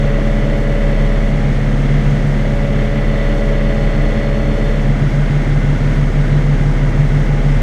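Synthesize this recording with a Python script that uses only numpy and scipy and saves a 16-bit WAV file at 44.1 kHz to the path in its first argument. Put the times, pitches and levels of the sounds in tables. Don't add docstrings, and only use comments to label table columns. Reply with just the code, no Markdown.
import sys
import numpy as np
from scipy import signal
from scipy.fft import rfft, irfft, next_fast_len
from scipy.io import wavfile

SR = 44100
rng = np.random.default_rng(int(sys.argv[2]) if len(sys.argv) > 2 else 0)


def store_pcm(level_fs):
    pcm = np.round(np.clip(level_fs, -1, 1) * 32767).astype(np.int16)
    wavfile.write(sys.argv[1], SR, np.atleast_2d(pcm).T)


N = 336042
TIME = np.arange(N) / SR

# time_s, turns_per_s
CRANK_SPEED = [(0, 35.355), (4.3, 35.355), (5.7, 35.327), (6.2, 35.27), (6.7, 35.315)]
# cycles_per_turn, front_db, side_db, back_db
STRONG_ORDERS = [(1, -14.8, -14.3, -14.8), (2, -33, -32, -33), (3, -37, -30, -29.5), (3.5, -27, -28, -28),
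                 (4, -24.5, -18, -18.7), (5.5, -37.5, -35, -32.5), (6, -25.3, -23.5, -33),
                 (7, -43, -33, -32), (7.5, -41, -32, -33), (12, -32.5, -40, -40), (16, -27.3, -36, -40),
                 (20, -46, -41, -43.5), (40, -46.5, -55, -59), (48, -45.5, -51, -54), (56, -40.5, -49, -54)]
# frequency_hz, front_db, back_db
ROAR_SPECTRUM = [(12, -54, -53), (20, -44, -43), (40, -42.5, -42.5), (82, -51.5, -55), (104, -47.5, -40.5),
                 (142, -45.5, -45), (181, -52, -51), (226, -52, -49.5), (260, -61, -52), (350, -64, -53),
                 (478, -53.5, -59), (661, -54, -55.5), (728, -64, -65.5), (972, -65.5, -67.5)]
# frequency_hz, front_db, back_db
CLATTER_SPECTRUM = [(1075, -69.5, -73), (1440, -68, -69.5), (1740, -66, -68), (1990, -61.5, -62),
                    (2050, -64, -63), (2530, -72, -73), (3360, -71.5, -73), (3990, -81.5, -80),
                    (4420, -76.5, -80), (4670, -86.5, -80.5)]


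def engine_tones(crank, head, sway_db=1.15, sway_per_s=5):
    out = np.zeros(N)
    for order, *levels_db in STRONG_ORDERS:
        phase = 0 if order == 4 else rng.random()
        out += facing(levels_db, head) * amp(sway_db * drift(sway_per_s)) * tone(order * crank + phase)
    return out


def engine_hum(crank, head, firing_db=1.5, half_order_db=-2.5, scatter_db=2, sway=0.28):
    # pitch_hz, front_db, back_db
    hum_spectrum = [(50, -46, -49), (146.5, -26.5, -39), (178, -46.5, -37), (276, -47, -43),
                    (324.5, -36.5, -38.5), (398, -47, -50), (452, -40.5, -41), (673, -47.5, -51),
                    (974, -56, -58), (1230, -52, -52.5), (1630, -60, -57), (2180, -53, -53.5),
                    (2290, -54, -55.5)]
    out = np.zeros(N)
    for order in np.setdiff1d(np.arange(2, 128) / 2, np.array(STRONG_ORDERS)[:, 0]):
        hz = order * np.mean(np.array(CRANK_SPEED)[:, 1])
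        accent_db = firing_db * (order % 2 == 0) + half_order_db * (order % 1 > 0)
        front, back = (amp(db + accent_db + scatter_db * rng.standard_normal())
                       for db in front_back_db(hum_spectrum, hz))
        phase = rng.random() + head * rng.uniform(-0.45, 0.36)
        out += (front + (back - front) * head) * (1 + sway * drift(8.2)) * tone(order * crank + phase)
    return out


def engine_knock(crank, head, boost_db=5, low_hz=1100, top_hz=2800, size=2 ** 13, places=4):
    hz = np.arange(size // 2 + 1) * np.mean(np.array(CRANK_SPEED)[:, 1]) / 2
    front_db, _ = front_back_db(ROAR_SPECTRUM + CLATTER_SPECTRUM[1:], hz)
    band = hz / np.hypot(hz, low_hz) / (1 + (hz / top_hz) ** 6)
    gain = amp(front_db + boost_db) * band
    gain[np.round(2 * np.array(STRONG_ORDERS)[:, 0]).astype(int)] = 0
    out = np.zeros(N)
    for place in range(places):
        real, imaginary = rng.standard_normal((2, len(hz)))
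        cycle = irfft(gain * (real + 1j * imaginary)) * size / 2
        nearness = np.sqrt(np.maximum(1 - abs(head * (places - 1) - place), 0))
        out += nearness * np.interp(crank / 2 % 1 * size, np.arange(size), cycle)
    return out


def blower(crank, head, blades_per_turn=4.173, flutter_db=3.4, waver_db=3.5, echo_db=-30.5):
    # multiple_of_drone, front_db, back_db
    blade_tones = [(.5, -34.5, -39), (1.5, -30.5, -36), (2, -32.5, -47), (2.5, -46, -48), (3, -42, -46)]
    phase = blades_per_turn * crank + 0.0073 * drift(4)
    phase -= 0.562 * (1 - head)
    out = facing((-35.5, -25.5, -19), head) * amp(flutter_db * drift(20)) * tone(phase)
    shed_echo = sum(drift(5) * tone(phase + shift) for shift in (0, 0.25))
    out += amp(echo_db) * unit(shed_echo)
    for multiple, front_db, back_db in blade_tones:
        level_db = front_db + (back_db - front_db) * head + waver_db * drift(6)
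        out += amp(level_db) * tone(multiple * phase + rng.random() + 0.12 * drift(6.5))
    return out


def roar(crank, head, level_db=-1.0):
    return cab_noise(ROAR_SPECTRUM, head) * firing_pulse(crank, depth=0.18, uneven=0.091) * amp(level_db)


def clatter(crank, head, sway_db=0.76):
    noise = cab_noise(CLATTER_SPECTRUM, head)
    return noise * firing_pulse(crank, depth=0.039, uneven=0.053) * amp(sway_db * drift(10))


def gears(head):
    # pitch_hz, half_width_hz, front_db, back_db
    whines = [(818, 4.7, -43.5, -44.5), (971, 7, -53.5, -47.5), (1475, 11, -62, -44), (1613, 22, -55, -46),
              (1722, 14, -50, -62), (1990, 11, -45, -71), (2700, 22, -54, -54), (3005, 10, -55.5, -62),
              (3534, 24, -51.5, -71), (3646, 25, -59, -67), (3916, 12, -66, -59)]
    out = np.zeros(N)
    for hz, half_width_hz, front_db, back_db in whines:
        ring = signal.iirpeak(hz, hz / (2 * half_width_hz), fs=SR)
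        whine = signal.lfilter(*ring, signal.lfilter(*ring, rng.standard_normal(N)))
        out += amp(front_db + (back_db - front_db) * head) * unit(whine)
    return out


def whistle(head, pitch_hz=4297, wander_hz=16, front_db=-51.5, shade_db=-8.5, beam_width=0.12):
    level_db = front_db + shade_db * np.minimum(head / beam_width, 1)
    return amp(level_db) * tone(np.cumsum(pitch_hz + wander_hz * drift(60)) / SR)


def straw_hiss(crank, head, flicker_db=0.5):
    # frequency_hz, front_db, back_db
    hiss_spectrum = [(4840, -80.5, -81.5), (5300, -82.5, -81.5), (6630, -84.5, -83), (7340, -90, -88.5),
                     (8230, -89, -88.5), (9900, -100, -97), (11000, -94.5, -95.5), (13500, -105, -105),
                     (15000, -113, -112)]
    noise = cab_noise(hiss_spectrum, head)
    return noise * firing_pulse(crank, depth=0.025, uneven=0.027) * amp(flicker_db * drift(18))


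def firing_pulse(crank, depth, uneven):
    imbalance = tone(crank / 2 + rng.random()) + tone(crank + rng.random())
    return unit(1 + depth * tone(2 * crank) + uneven * imbalance)


def cab_noise(spectrum, head):
    size = next_fast_len(N, real=True)
    hz = np.fft.rfftfreq(size, 1 / SR)
    band = 1 / np.sqrt((1 + (spectrum[0][0] / (hz + 1)) ** 20) * (1 + (hz / spectrum[-1][0]) ** 20))
    noise_bins = rfft(rng.standard_normal(size)) * np.sqrt(SR / 2) * band
    front, back = (irfft(noise_bins * amp(db), size)[:N] for db in front_back_db(spectrum, hz))
    return (1 - head) * front + head * back


def facing(levels_db, head, side_window=0.81):
    return np.interp(head, [0, side_window, 1], amp(levels_db))


def front_back_db(spectrum, hz):
    points_hz, *columns_db = np.array(spectrum).T
    return [np.interp(np.log(hz + 1), np.log(points_hz + 1), db) for db in columns_db]


def amp(db):
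    return 10 ** (np.asarray(db) / 20)


def unit(x):
    return x / np.sqrt(np.mean(x ** 2) + 1e-20)


def curve(rows):
    return np.interp(TIME, *np.array(rows).T)


def drift(per_s):
    points = rng.standard_normal(2 ** 10)
    return np.interp(TIME * per_s, np.arange(len(points)), points)


def tone(cycles):
    return 2 ** .5 * np.sin(2 * np.pi * cycles)


def scene(beat_s=5.53):
    # time_s, head_turn (0 facing the windscreen, 1 facing the chopper)
    head_turns = [(0, 0.13), (1.12, 0.082), (1.45, 0.7), (2.3, 0.89), (2.7, 0.31), (3.1, 0.046),
                  (4.7, 0.0058), (4.87, 0.73), (5.05, 1), (7.6, 1)]
    head = curve(head_turns)
    crank = np.cumsum(curve(CRANK_SPEED)) / SR
    crank -= np.interp(beat_s, TIME, crank)
    engine = engine_tones(crank, head) + engine_hum(crank, head) + engine_knock(crank, head)
    tones = engine + blower(crank, head) + gears(head) + whistle(head)
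    noise = roar(crank, head) + clatter(crank, head) + straw_hiss(crank, head)
    return (tones + noise)[None]


def record(dry, top_hz=15100):
    lowpass = signal.firwin(511, top_hz, window=("kaiser", 9), fs=SR)
    return signal.oaconvolve(dry, lowpass[None], "same")


dry = scene()
out = record(dry)
store_pcm(out)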